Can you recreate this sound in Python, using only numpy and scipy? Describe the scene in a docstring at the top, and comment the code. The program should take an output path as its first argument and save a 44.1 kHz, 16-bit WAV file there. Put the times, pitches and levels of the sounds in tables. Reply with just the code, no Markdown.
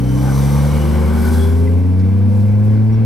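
"""A booming engine note climbs inside a car: gliding firing orders, each weighted by the cabin resonances.
A gearbox hum of three tones climbs beside it, then sags and fades near the end.
Below lies road noise with one deep shudder; a coarse rush and an airy hiss, both shaped noise,
swell in the first half and die away. Narrow noise bursts make faint whistles and trim ticks."""
import sys
import numpy as np
from scipy import signal
from scipy.fft import rfft, irfft, next_fast_len
from scipy.io import wavfile
from scipy.ndimage import map_coordinates

SR = 44100
rng = np.random.default_rng(int(sys.argv[2]) if len(sys.argv) > 2 else 0)


def transcribe(u):
    """Save the signal u as a 16-bit wav file named by the first command-line argument.

    u: samples, shape (n,) or (channels, n), limited to [-1, 1]; the rate is SR.
    q: integer samples, one column per channel.
    """
    v = np.clip(np.atleast_2d(u).T, -1, 1)
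    q = np.round(v * 32767).astype(np.int16)
    wavfile.write(sys.argv[1], SR, q)


N = 134505

# steady road noise colour: (frequency [Hz], relative density [dB])
ROAD_COLOUR = [(20, -6.5), (35, -5), (55, -7.5), (76, 3.5), (120, -1.5), (190, -4), (240, 1), (315, -9),
               (360, -6), (415, -10), (520, -9), (610, -20), (900, -16.5), (1300, -29.5), (1550, -24),
               (1800, -32), (2250, -28), (2700, -35), (3500, -40.5), (5500, -43.5), (6700, -55),
               (10000, -60.5), (15500, -63)]
ROAD_DB = -27
# body shudder over a rough patch of road
SHUDDER_PEAK_S, SHUDDER_HALF_S = 1.3, 0.32
SHUDDER_HZ, SHUDDER_WIDTH_HZ, SHUDDER_DB = 34, 16, -38

# coarse rush level: (time [s], level [dB])
RUSH_LEVEL = [(0, -37.5), (.13, -34.5), (.27, -29), (.6, -27.5), (.95, -27.5), (1.3, -29.5), (1.5, -34.5),
              (1.8, -42.5), (3.05, -48.5)]
# coarse rush colour: (frequency [Hz], relative density [dB])
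RUSH_COLOUR = [(90, -13.5), (140, -1), (240, 1.5), (340, -2), (405, -2), (460, 2), (560, 2.5), (640, -6),
               (780, -1.5), (920, -1.5), (1150, -3.5), (1300, -10.5), (1550, -9), (1780, -16.5),
               (2250, -11), (2700, -25.5), (3100, -20.5), (4000, -26), (8000, -52.5)]
RUSH_FLUTTER_DB = 1

# hiss level before HISS_OFFSET_DB: (time [s], level [dB])
HISS_LEVEL = [(0.0, -46), (0.02, -48.5), (0.43, -38.5), (1.11, -44.5), (1.29, -38), (1.3, -44),
              (1.34, -37.5), (1.45, -43.5), (1.83, -56), (2.26, -58), (2.37, -53), (2.61, -59),
              (2.66, -55.5), (2.7, -57.5), (3.0, -60.5)]
# hiss colour: (frequency [Hz], relative density [dB])
HISS_COLOUR = [(1500, -25), (2800, -2), (4500, 2.5), (5300, 3), (6200, 2.5), (6750, -4), (7700, 1.5),
               (10000, 1.5), (12500, 0), (14300, -4.5), (15700, -10.5)]
HISS_OFFSET_DB, HISS_FLUTTER_DB = 1.5, 0.87
# airy whistles and squeaks: (peak time [s], half length [s], pitch [Hz], width [Hz], level [dB])
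WHISTLES = [(0.074, 0.19, 3055, 110, -50), (0.256, .06, 820, 160, -34), (.29, .04, 1500, 110, -39.5),
            (0.43, 0.44, 5920, 220.4, -46), (0.833, 0.25, 2930, 200, -46.5), (1.17, .08, 1470, 151, -35),
            (1.269, 0.038, 1502, 110, -31), (1.387, 0.15, 1527, 150, -37.5), (1.27, 0.13, 12350, 600, -46),
            (1.353, 0.11, 9000, 400, -46.5), (1.429, 0.11, 3380, 120, -47.5),
            (1.675, 0.017, 2060, 130, -42.5)]

# trim ticks: (onset [s], pitch [Hz], width [Hz], level [dB])
TICKS = [(1.99, 4509, 2995, -49), (2.645, 11000, 4976, -54), (2.924, 5576, 140, -50.5)]
TICK_RISE_S = 0.0082

# gearbox hum pitch: (time [s], pitch [Hz])
SHAFT_HZ = [(0, 139.5), (.25, 147.5), (.55, 159), (.8, 169.5), (1, 180), (1.25, 189.5), (1.5, 199.5),
            (1.77, 210), (2.1, 225), (2.3, 228.5), (2.43, 226), (2.55, 208)]
# hum: (time [s], level [dB])
HUM_LEVEL = [(0, -62), (.5, -46), (.75, -32), (1.15, -22.5), (1.35, -28), (1.9, -34.5), (2.15, -24),
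             (2.45, -27), (2.65, -74)]
# octave of the hum: (time [s], level [dB])
HUM_OCTAVE_LEVEL = [(0, -24), (.2, -23.5), (.35, -35.5), (.53, -35.5), (.68, -42), (.87, -27),
                    (1.15, -32.5), (1.45, -25.5), (1.72, -29), (1.95, -55)]
# third gearbox tone, at 7/6 of the hum pitch: (time [s], level [dB])
UPPER_TONE_LEVEL = [(0, -62), (0.949, -35.5), (1.2, -28), (1.45, -25.5), (1.65, -31.5), (1.9, -27.5),
                    (2.1, -57)]
UPPER_TONE_RATIO = 7 / 6

# engine firing rate: (time [s], rate [Hz])
FIRING_HZ = [(0.0, 63.3), (0.07, 63.32), (0.31, 67.7), (0.38, 68.48), (0.74, 73.74), (1.13, 77.34),
             (1.51, 84.35), (1.95, 92.4), (2.22, 98.4), (2.94, 110.3), (3.05, 112)]
# engine orders: (multiple of firing rate [1], relative level [dB])
ORDERS = [(1, 1), (2, 2.5), (3, -0.5), (4, -5), (5, -5.5), (6, -5.5), (7, -6), (8, -11)]
# booms and dead spots of the cabin: (frequency [Hz], gain [dB])
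CABIN_GAIN = [(55, -22), (68, -21.5), (75, -15), (79, -14), (82, -12.5), (108, -11.5), (114, -13),
              (127, -18.5), (135, -15.5), (145, -15), (159, -33.5), (168, -28.5), (181, -27.5), (189, -22),
              (197, -23), (213, -20), (222, -22), (242, -19), (248, -26), (262, -22.5), (282, -26),
              (305, -37.5), (324, -31.5), (345, -40), (365, -33), (405, -42.5), (440, -30.5), (475, -30),
              (536, -29), (554, -49), (645, -42), (900, -50)]
ENGINE_DB = -1
FLUTTER_FIRST_DB, FLUTTER_PER_ORDER_DB = -0.23, 0.45  # flutter of order 1; added per order above
DISPERSION_RAD = 0.94  # phase smear of each firing pulse, per order

# left-right likeness of all noise: (frequency [Hz], correlation [0-1])
LIKENESS = [(40, 1), (250, 0.88), (500, 0.5), (1000, 0.8), (2000, 0.77), (4000, 0.71), (8000, .9),
            (13000, .98)]
# random patches in all noise: depth, knot spacing in frequency and time
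PATCH_DB, PATCH_HZ, PATCH_S = 1.56, 70, .09

# microphone ports, left over right: (frequency [Hz], level difference [dB])
PORT_LEAN = [(60, 2.5), (110, 1), (200, -1), (380, 2), (700, 2.2), (1290, 1), (2380, 3), (4400, 1.9),
             (8120, 0.2), (15000, 0)]
# microphone ports, left lead: (frequency [Hz], phase [rad])
PORT_LEAD = [(35, .4), (70, 0.53), (140, 0.71), (220, 0.83), (430, 1.23), (780, 0.19), (1120, 0.57),
             (1900, 0.044)]
TOP_HZ = 15750


def amp(db):
    """Decibels to gain."""
    return 10 ** (np.asarray(db) / 20)


def unit(x):
    """Scale to rms 1."""
    return x / np.sqrt(np.mean(x ** 2) + 1e-20)


def along(points, hz):
    """Interpolate (Hz, value) points on a log frequency axis."""
    point_hz, values = np.transpose(points)
    return np.interp(np.log(hz + 1), np.log(point_hz + 1), values)


def curve(rows):
    """Interpolate (s, value) points to one value per sample."""
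    return np.interp(np.arange(N) / SR, *np.transpose(rows))


def turning(hz):
    """Phase [rad] of a rotation at hz."""
    return 2 * np.pi * np.cumsum(hz) / SR


def wobble(knots_per_s):
    """Smooth random curve through random knots."""
    return map_coordinates(rng.standard_normal(2048), [np.arange(N) * knots_per_s / SR], mode="wrap")


def filtered(x, response):
    """Apply a frequency response, zero-padded against wrap-around."""
    m = next_fast_len(N + SR // 2)
    return irfft(rfft(x, m) * response(np.fft.rfftfreq(m, 1 / SR)), m)[..., :N]


def noise(gain):
    """Stereo noise of rms 1: patchy in time and frequency, shaped by gain, correlated by LIKENESS."""
    bin_hz, frame_s, spectra = signal.stft(rng.standard_normal((2, N)), SR, nperseg=1024)
    hz, t = np.meshgrid(bin_hz, frame_s, indexing="ij")
    patches = map_coordinates(rng.standard_normal((512, 128)), [hz / PATCH_HZ, t / PATCH_S], mode="wrap")
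    pair = signal.istft(spectra * amp(PATCH_DB * patches), nperseg=1024)[1][:, :N]

    def mid_side_gain(hz):
        angle = np.arccos(np.clip(along(LIKENESS, hz), -1, 1)) / 2
        return gain(hz) * np.array([np.cos(angle), np.sin(angle)])

    mid, side = filtered(pair, mid_side_gain)
    return unit(np.array([mid + side, mid - side]))


def coloured(spectrum):
    """Noise with a (Hz, dB) colour."""
    return noise(lambda hz: amp(along(spectrum, hz)))


def narrow(centre_hz, width_hz):
    """Noise in one resonance."""
    return noise(lambda hz: 1 / (1 + ((hz - centre_hz) / width_hz * np.sqrt(2)) ** 2))


def tone(hz, db, shift_rad=0):
    """Gliding sine at an rms level."""
    return np.sqrt(2) * amp(db) * np.cos(turning(hz) + shift_rad)


def road(bumps_db=0.9):
    """Tyre roar through the body, slightly uneven, plus one deep resonant shudder."""
    roar = amp(ROAD_DB + bumps_db * wobble(14)) * coloured(ROAD_COLOUR)
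    swell = np.exp(-((np.arange(N) / SR - SHUDDER_PEAK_S) / SHUDDER_HALF_S) ** 2)
    shudder = amp(SHUDDER_DB) * swell * narrow(SHUDDER_HZ, SHUDDER_WIDTH_HZ)
    return roar + shudder


def rush(throb_depth=0.12):
    """Coarse, fluttering rush of air whose amplitude throbs at the firing rate."""
    throb = 1 + throb_depth * np.cos(turning(curve(FIRING_HZ)))
    flutter = amp(RUSH_FLUTTER_DB * wobble(260))
    return amp(curve(RUSH_LEVEL)) * unit(throb * flutter * coloured(RUSH_COLOUR))


def hiss(waver_db=1):
    """Fine hiss, with narrow whistling resonances that come and go."""
    t = np.arange(N) / SR
    level_db = HISS_OFFSET_DB + curve(HISS_LEVEL) + HISS_FLUTTER_DB * wobble(110)
    out = amp(level_db) * coloured(HISS_COLOUR)
    for peak_s, half_s, hz, width_hz, db in WHISTLES:
        swell = np.exp(-((t - peak_s) / half_s) ** 2)
        out = out + amp(db + waver_db * wobble(24.58)) * swell * narrow(hz, width_hz)
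    return out


def trim():
    """Soft ticks of the cabin trim: band noise that rises briefly and decays."""
    out = 0
    for onset_s, hz, width_hz, db in TICKS:
        u = np.maximum(np.arange(N) / SR - onset_s, 0) / TICK_RISE_S
        envelope = u * np.exp(1 - u)  # peak 1 at u = 1
        out = out + amp(db) * envelope * narrow(hz, width_hz)
    return out


def gearbox(flutter_db=0.7):
    """Three wavering tones at fixed ratios to the gearbox shaft's hum pitch."""
    hz = curve(SHAFT_HZ)
    parts = [(1, HUM_LEVEL), (2, HUM_OCTAVE_LEVEL), (UPPER_TONE_RATIO, UPPER_TONE_LEVEL)]
    return sum(tone(ratio * hz, curve(level) + flutter_db * wobble(14)) for ratio, level in parts)


def engine():
    """Firing orders that swell and fade as they climb through the cabin's resonances."""
    firing_hz, out = curve(FIRING_HZ), 0
    for order, order_db in ORDERS:
        hz = order * firing_hz
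        flutter_db = (FLUTTER_FIRST_DB + FLUTTER_PER_ORDER_DB * (order - 1)) * wobble(24.95)
        level_db = ENGINE_DB + order_db + along(CABIN_GAIN, hz) + flutter_db
        shift_rad = DISPERSION_RAD * order * (order - 1) / 2
        out = out + tone(hz, level_db, shift_rad)
    return out


def scene():
    """Sum of all sources in the cabin."""
    return road() + rush() + hiss() + trim() + gearbox() + engine()


def record(dry):
    """Two microphone ports: level and phase differ with frequency, the left leads; cut off at TOP_HZ."""
    sides = np.array([[.5], [-.5]])  # left, right: half the difference each

    def ports(hz):
        gain = amp(sides * along(PORT_LEAN, hz))
        phase = np.exp(1j * sides * along(PORT_LEAD, hz))
        return gain * phase * (hz < TOP_HZ)

    return filtered(dry, ports)


dry = scene()
out = record(dry)
transcribe(out)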